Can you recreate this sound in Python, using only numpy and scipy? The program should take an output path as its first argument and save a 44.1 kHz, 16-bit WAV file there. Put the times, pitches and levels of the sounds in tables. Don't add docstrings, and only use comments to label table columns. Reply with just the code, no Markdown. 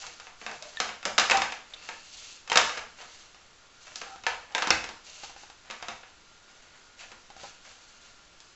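import sys
import numpy as np
from scipy import signal
from scipy.fft import rfft, irfft, next_fast_len
from scipy.io import wavfile

SR = 44100
rng = np.random.default_rng(int(sys.argv[2]) if len(sys.argv) > 2 else 0)


def materialize(psi):
    bounded = np.clip(np.atleast_2d(psi).T, -1, 1)
    quanta = np.round(bounded * 32767).astype(np.int16)
    wavfile.write(sys.argv[1], SR, quanta)


N = 377052
TIME = np.arange(N) / SR


def from_db(db):
    return 10 ** (np.asarray(db) / 20)


def unit_power(x):
    return x / np.sqrt(np.mean(x ** 2) + 1e-20)


def add(out, start_s, sound):
    at = max(0, round(start_s * SR))
    out[at:at + len(sound)] += sound[:N - at]


def band(x, low_hz, high_hz):
    return signal.sosfilt(signal.butter(2, [low_hz, high_hz], "band", fs=SR, output="sos"), x)


def coloured(x, spectrum):
    hz, db = np.transpose(spectrum)
    size = next_fast_len(N)
    bin_hz = np.maximum(np.arange(size // 2 + 1) * SR / size, 1)
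    gain = from_db(np.interp(np.log(bin_hz), np.log(hz), db))
    return unit_power(irfft(rfft(x, size) * gain, size)[:N])


def drift(corner_hz):
    hop, warm_up = 40, 2000
    pole = np.exp(-2 * np.pi * hop * corner_hz / SR)
    noise = rng.standard_normal(N // hop + warm_up + 2)
    slow = signal.lfilter([1], [1, -2 * pole, pole * pole], noise)[warm_up:]
    return np.interp(np.arange(N) / hop, np.arange(len(slow)), unit_power(slow))


def resonator(force, hz, width_hz):
    radius = np.exp(-np.pi * width_hz / SR)
    feedback = [1, -2 * radius * np.cos(2 * np.pi * hz / SR), radius ** 2]
    return signal.lfilter(np.array([1, 0, -1]) * (1 - radius ** 2) / 2, feedback, force + 1e-18)


def ring(hz, t60):
    t = TIME[:SR // 2]
    return np.sin(2 * np.pi * hz * t) * from_db(-60 * t / t60)


# (frequency [Hz], spectral level [dB])
HISS_SPECTRUM = [(15, 9.5), (30, -2), (60, -1), (130, -6), (260, -6.5), (450, -6.5), (900, -6.5),
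                 (1400, -3.5), (1900, -7), (4000, -9.5), (8000, -14.5)]

def hiss(level_db):
    return from_db(level_db) * coloured(rng.standard_normal(N), HISS_SPECTRUM)


# (time [s], level [dB])
WHINE_LEVELS = [(0, -62.5), (3.3, -72), (3.7, -69), (6.1, -67), (6.4, -66), (8.2, -65.5), (8.55, -80)]

def whine(hz, waver_hz):
    times, levels = np.transpose(WHINE_LEVELS)
    pitch_hz = hz + waver_hz * (drift(2.0) + drift(64.4))
    level_db = np.interp(TIME, times, levels) + 2 * drift(17)
    return from_db(level_db) * np.sin(2 * np.pi * np.cumsum(pitch_hz) / SR)


# (time [s], duration [s], crinkle [dB], sliding [dB])
STROKES = [(0.0, 0.062, -39, -40), (0.167, 0.082, -52, -54), (0.41, 0.13, -48, -49),
           (.65, 0.23, -48, -44.5), (1.695, .16, -55.5, -45), (1.84, 0.38, -48.5, -54),
           (2.134, 0.22, -44, -52), (2.758, .025, -44.5, -30.5), (2.989, 0.048, -48, -40),
           (3.081, 0.15, -49.5, -52.5), (3.825, 0.3, -49.5, -63), (3.869, 0.058, -61, -43.5),
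           (4.428, 0.11, -63, -42), (5.062, 0.17, -43.5, -48.5), (5.22, 0.031, -42, -46),
           (5.381, 0.042, -48, -51), (5.661, 0.28, -56, -44), (6.49, 0.37, -60.5, -53),
           (7.004, 0.018, -45, -41.5), (7.091, 0.034, -65, -54), (7.395, 0.097, -46, -46.5),
           (7.641, 0.074, -49.5, -46.5), (7.75, .24, -56.5, -57), (8.034, 0.037, -50.5, -52.5)]

def handling(attack_s, release_s):
    crinkle_power = np.full(N, from_db(-59) ** 2)
    slide_power = np.full(N, from_db(-71) ** 2)
    t = TIME[:SR]
    for start, duration, crinkle_db, slide_db in STROKES:
        swell_s = min(attack_s, max(start, .001))
        settling = np.exp(-np.maximum(t - swell_s - duration, 0) / release_s)
        envelope = np.minimum(t / swell_s, 1) * settling
        add(crinkle_power, start - swell_s, (from_db(crinkle_db) * envelope) ** 2)
        add(slide_power, start - swell_s, (from_db(slide_db) * envelope) ** 2)
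    return np.sqrt(crinkle_power), np.sqrt(slide_power)


def impulses(per_s, spread_db):
    occurs = rng.random(N) < per_s * from_db(3 * drift(25)) / SR
    polarity = rng.choice([-1, 1], N)
    size = from_db(spread_db * np.minimum(rng.exponential(1, N), 4))
    return occurs * polarity * size


# (frequency [Hz], spectral level [dB])
CRINKLE_SPECTRUM = [(1200, -19.5), (2300, -4.5), (2700, 2), (3200, 0), (4000, 2), (4500, 3.5), (5200, 0),
                    (6500, 3), (8000, -3.5)]
SLIDE_SPECTRUM = [(100, -15), (350, -13), (550, 2.5), (850, -1), (1200, 0), (2200, 1), (3200, -4.5),
                  (8000, -37)]

def rustle():
    crinkle_gain, slide_gain = handling(attack_s=.03, release_s=.047)
    snaps = impulses(per_s=2200, spread_db=-0.5)
    slips = box_walls(impulses(per_s=1200, spread_db=6.5), through_db=-0.5, modes_db=-5.0)
    film = crinkle_gain * from_db(-3.5) * coloured(snaps, CRINKLE_SPECTRUM)
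    sliding = slide_gain * from_db(-14.5) * coloured(slips, SLIDE_SPECTRUM)
    return film + sliding


# (frequency [Hz], bandwidth [Hz], relative level [dB])
WALL_MODES = [(225.8, 12, 0.5), (316, 2.7, -7.5), (492.5, 20, 3), (556, 10, -15.5), (681, 15, -7),
              (755, 38, -2.5), (935, 68, -6.5), (1286, 110, -7), (1558, 56, -4.5), (1737, 34, -5),
              (2224, 110, -8.5), (2638, 61, -0.5), (2900, 150, -11.5), (3730, 110, -5), (5095, 68, -3.5)]

def box_walls(force, through_db, modes_db):
    modes = sum(from_db(modes_db + db) * resonator(force, hz, width) for hz, width, db in WALL_MODES)
    return from_db(through_db) * force + modes


# (frequency [Hz], level relative to the input [dB], decay time t60 [s])
ROOM_DECAY = [(60, 16, 0.46), (196, -1.5, 0.47), (523, 0, 0.35), (980, 1.5, 0.4), (2240, -0.5, 0.4),
              (4440, -3.5, 0.47), (7750, -4.5, 0.47)]

def reverberation(x, first_echo_s, build_s):
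    t = TIME[:round(.7 * SR)]
    hz, levels, t60s = np.transpose(ROOM_DECAY)
    edges_hz = np.geomspace(40, 10240, 17)
    noise = rng.standard_normal((2, len(t)))
    onset = np.clip((t - first_echo_s) / build_s, 0, 1)
    response = np.zeros(len(t))
    for k, (low, high) in enumerate(zip(edges_hz, edges_hz[1:])):
        log_centre = np.log(low * high) / 2
        t60 = np.interp(log_centre, np.log(hz), t60s)
        gain = from_db(np.interp(log_centre, np.log(hz), levels))
        echoes = band(noise[k % 2], low, high) * onset * from_db(-60 * t / t60)
        response += gain * echoes * np.sqrt(2 * (high - low) / SR / np.sum(echoes ** 2))
    return signal.fftconvolve(x, response)[:N]


# (time [s], duration [s], level [dB], frequency [Hz], bandwidth [Hz])
RUB_EVENTS = [(.025, 0.03, -51, 950, 43), (0.473, 0.084, -46.5, 744, 70), (.61, 0.1, -51.5, 610, 70),
              (1.053, 0.07, -40, 566, 46), (1.33, 0.028, -23, 782, 17), (1.736, 0.014, -40.5, 3620, 400),
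              (1.765, 0.32, -57, 2700, 90), (1.763, 0.3, -59.5, 4500, 300), (4.009, 0.17, -53, 1336, 42),
              (4.05, 0.17, -52.5, 780, 25), (4.499, 0.21, -54.5, 814, 56), (6.993, 0.067, -50.5, 2570, 360)]

def rubs():
    out = np.zeros(N)
    t = TIME[:SR]
    for start, duration, db, hz, width in RUB_EVENTS:
        pressure = np.clip(1 - (t / duration) ** 4, 0, 1)
        note = resonator(pressure * rng.standard_normal(len(t)), hz, width)
        add(out, start, from_db(db) * note * np.sqrt(np.sum(pressure) / np.sum(note ** 2)))
    return out


def scatter(envelope, count):
    size = 2 * len(envelope)
    spectrum = rfft(rng.standard_normal((count, len(envelope))) * envelope, size)
    return irfft(spectrum / (np.abs(spectrum) + 1e-9), size)[:, :len(envelope)]


def light_contacts(click_db, jostle_db, thud_db, bright_db):
    clicks = [(start, db + click_db) for start, db, _, _ in FLOOR_TAPS]
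    jostles = [(start + duration * rng.random(), slide_db + jostle_db)
               for start, duration, _, slide_db in STROKES]
    return [(start, db, thud_db, bright_db) for start, db in clicks + jostles]


# (time [s], strength [dB], relative thud level [dB], relative brightness [dB])
BOX_IMPACTS = [(0.0663, -41.5, -21, 4), (0.1987, -44, -28, 0.5), (0.2686, -43, -37, -9),
               (0.4144, -41.5, -9.5, -11), (0.464, -32, -16, -5), (0.4935, -40.5, -18, -11),
               (0.5131, -40, -10.5, -1.5), (0.6237, -45.5, -32, 9), (0.8014, -24, -18, 2),
               (0.8899, -33, -23, -15.5), (1.0284, -39.5, -32, -5), (1.053, -26.5, -10.5, 3.5),
               (1.1802, -18, -37, -1.5), (1.1847, -18, -20.5, -1), (1.1961, -20, -27.5, 1),
               (1.2981, -20.5, -31, -4), (1.31, -21.5, -20, 2), (1.3166, -17, -28.5, -16),
               (1.3712, -27.5, -9.5, 3.5), (1.4183, -23, -26, -4.5), (1.5218, -32, -30, -5),
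               (1.8885, -33, -19.5, -6), (2.476, -42, -32, -0.5), (2.4989, -31, -17, 1),
               (2.5173, -19, -29, -11), (2.5279, -30, -25, 3.5), (2.5569, -16, -17, -3.5),
               (2.5724, -12.5, -30, 1.5), (2.6939, -29.5, -38, -5.5), (2.7729, -35, -15, -10),
               (3.0101, -46.5, -11, 0), (3.3453, -51.5, -14, -2), (3.9574, -43.5, -16, 12.5),
               (4.015, -34, -19.5, -4.5), (4.2367, -42, -18, -2), (4.2659, -22.5, -46, -4.5),
               (4.5491, -22.5, -20.5, -4), (4.5803, -27.5, -35, -3), (4.6218, -23.5, -34, -6),
               (4.672, -27, -6, -1), (4.7052, -17.5, -18.5, -2), (4.841, -34.5, -13, -1),
               (4.8897, -38, -13, -1.5), (5.7003, -36.5, -16.5, -10), (5.709, -38, -28, 1),
               (5.8253, -38, -31, -3), (5.8839, -33.5, -14, -1.5), (6.0317, -45.5, -39, -18),
               (7.0135, -49.5, -31, -5), (7.117, -45, -11, -1), (8.4033, -58.5, -18, 13)]

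def knocks(shell_t60, shell_db, spots):
    contacts = BOX_IMPACTS + light_contacts(click_db=-10, jostle_db=-6.5, thud_db=-24, bright_db=-0.5)
    starts, strength_db, thud_db, bright_db = np.transpose(contacts)
    registers = [(22, 64, .04, -46.5),
                 (173, 430, .035, thud_db),
                 (503, 1350, .038, -4.5),
                 (1100, 3080, .018, 0.013),
                 (3360, 7120, .015, bright_db)]
    t = TIME[:2048]
    reference_samples = round(.008 * SR)
    blows = 0
    for low, high, t60, db in registers:
        envelope = from_db(-60 * t / t60) + from_db(shell_db - 60 * t / shell_t60)
        cracks = band(scatter(envelope, len(starts)), low, high)
        cracks /= np.sqrt(np.sum(cracks ** 2, axis=1, keepdims=True) / reference_samples)
        blows = blows + cracks * from_db(strength_db + db)[:, None]
    hard_blow_db = -14.5
    echo_db = 0.38 + np.clip(0.2 * (hard_blow_db - strength_db), 0, 2)
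    direct, to_walls = np.zeros(N), np.zeros((spots, N))
    for k, (start, blow, db) in enumerate(zip(starts, blows, echo_db)):
        add(direct, start, blow)
        add(to_walls[k % spots], start, blow * from_db(db))
    echoes = sum(reverberation(spot, first_echo_s=0.0005, build_s=0.0019) for spot in to_walls)
    return box_walls(direct + echoes, through_db=-5.0, modes_db=-3.5)


# (time [s], level [dB], frequency [Hz],
# decay time t60 [s])
TINKS = [(0.772, -30, 1786, 0.075), (0.771, -26, 3700, 0.014), (1.299, -17, 2280, 0.026),
         (1.316, -14.5, 2580, 0.047), (1.737, -33, 3600, 0.011), (2.5, -25, 3150, 0.038),
         (2.517, -23, 934, 0.084), (2.573, -41, 2240, .25), (2.575, -36, 915, 0.092),
         (4.269, -18.5, 1740, 0.039), (4.549, -19.5, 3550, 0.017), (4.705, -5.5, 5470, 0.0086)]

def tinks():
    out = np.zeros(N)
    for start, db, hz, t60 in TINKS:
        add(out, start, from_db(db) * ring(hz, t60))
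    return out


# (time [s], level [dB])
BOTTLE_IMPACTS = [(1.3185, -36), (4.622, -39.5), (4.705, -26.5)]
# (frequency [Hz], relative level [dB], decay time t60 [s])
BOTTLE_MODES = [(236, -12.5, 0.2), (323, -14, 0.39), (1240, -11.5, 0.21), (1210, -13, 0.27),
                (1460, -27, 0.15), (1484, -5, 0.17), (2056, 3, 0.11), (2230, -6, 0.18), (2550, -1, 0.33),
                (2770, -6, .22), (3390, -8.5, 0.17), (3660, -27, .2), (4300, -5.5, 0.22),
                (4560, -25.5, .18), (4540, -2, .18)]

def metal_bottle(spread_db):
    out = np.zeros(N)
    for start, db in BOTTLE_IMPACTS:
        for hz, mode_db, t60 in BOTTLE_MODES:
            level_db = db + mode_db + spread_db * rng.standard_normal()
            add(out, start, from_db(level_db) * ring(hz, t60))
    return out


# (time [s], level [dB], frequency [Hz], decay time t60 [s])
FLOOR_TAPS = [(4.094, -44, 803, 0.057), (4.16, -40, 795, 0.04), (5.235, -35.5, 823, 0.056),
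              (5.296, -41.5, 810, 0.038), (5.363, -41, 810, 0.045), (5.434, -41.5, 827, 0.053),
              (5.5, -40, 830, 0.021), (5.826, -35, 720, 0.13), (5.884, -34.5, 700, 0.071),
              (7.302, -40.5, 826, 0.059), (7.365, -41, 764, 0.048), (7.434, -37.5, 567, 0.09),
              (7.44, -39.5, 808, 0.12)]
# (frequency [ratio], level [dB], decay time [ratio])
FLOOR_MODES = [(.46, -26, 2.4), (.7, -23, 1.3), (1, -1.5, 1), (1.248, -15, 1.2), (1.8, -12, 1.1)]

def floor_taps():
    out = np.zeros(N)
    for start, db, hz, t60 in FLOOR_TAPS:
        for hz_ratio, mode_db, t60_ratio in FLOOR_MODES:
            add(out, start, from_db(db + mode_db) * ring(hz * hz_ratio, t60 * t60_ratio))
    return out


def scene():
    knocking = knocks(shell_t60=0.06, shell_db=-13.0, spots=3)
    ringing = tinks() + metal_bottle(spread_db=2.5) + rubs() + floor_taps()
    rustling = rustle()
    echoes = reverberation(from_db(-7.0) * ringing + rustling, first_echo_s=0.00077, build_s=0.0039)
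    background = whine(hz=1404, waver_hz=10) + hiss(level_db=-56)
    mono = knocking + ringing + rustling + echoes + background
    return np.array([mono, mono])


def record(dry):
    ceiling, cutoff_hz = .85, 7650
    rounded = dry / (1 + (dry / ceiling) ** 4) ** .25
    return signal.sosfilt(signal.ellip(9, .2, 65, cutoff_hz, fs=SR, output="sos"), rounded)


dry = scene()
out = record(dry)
materialize(out)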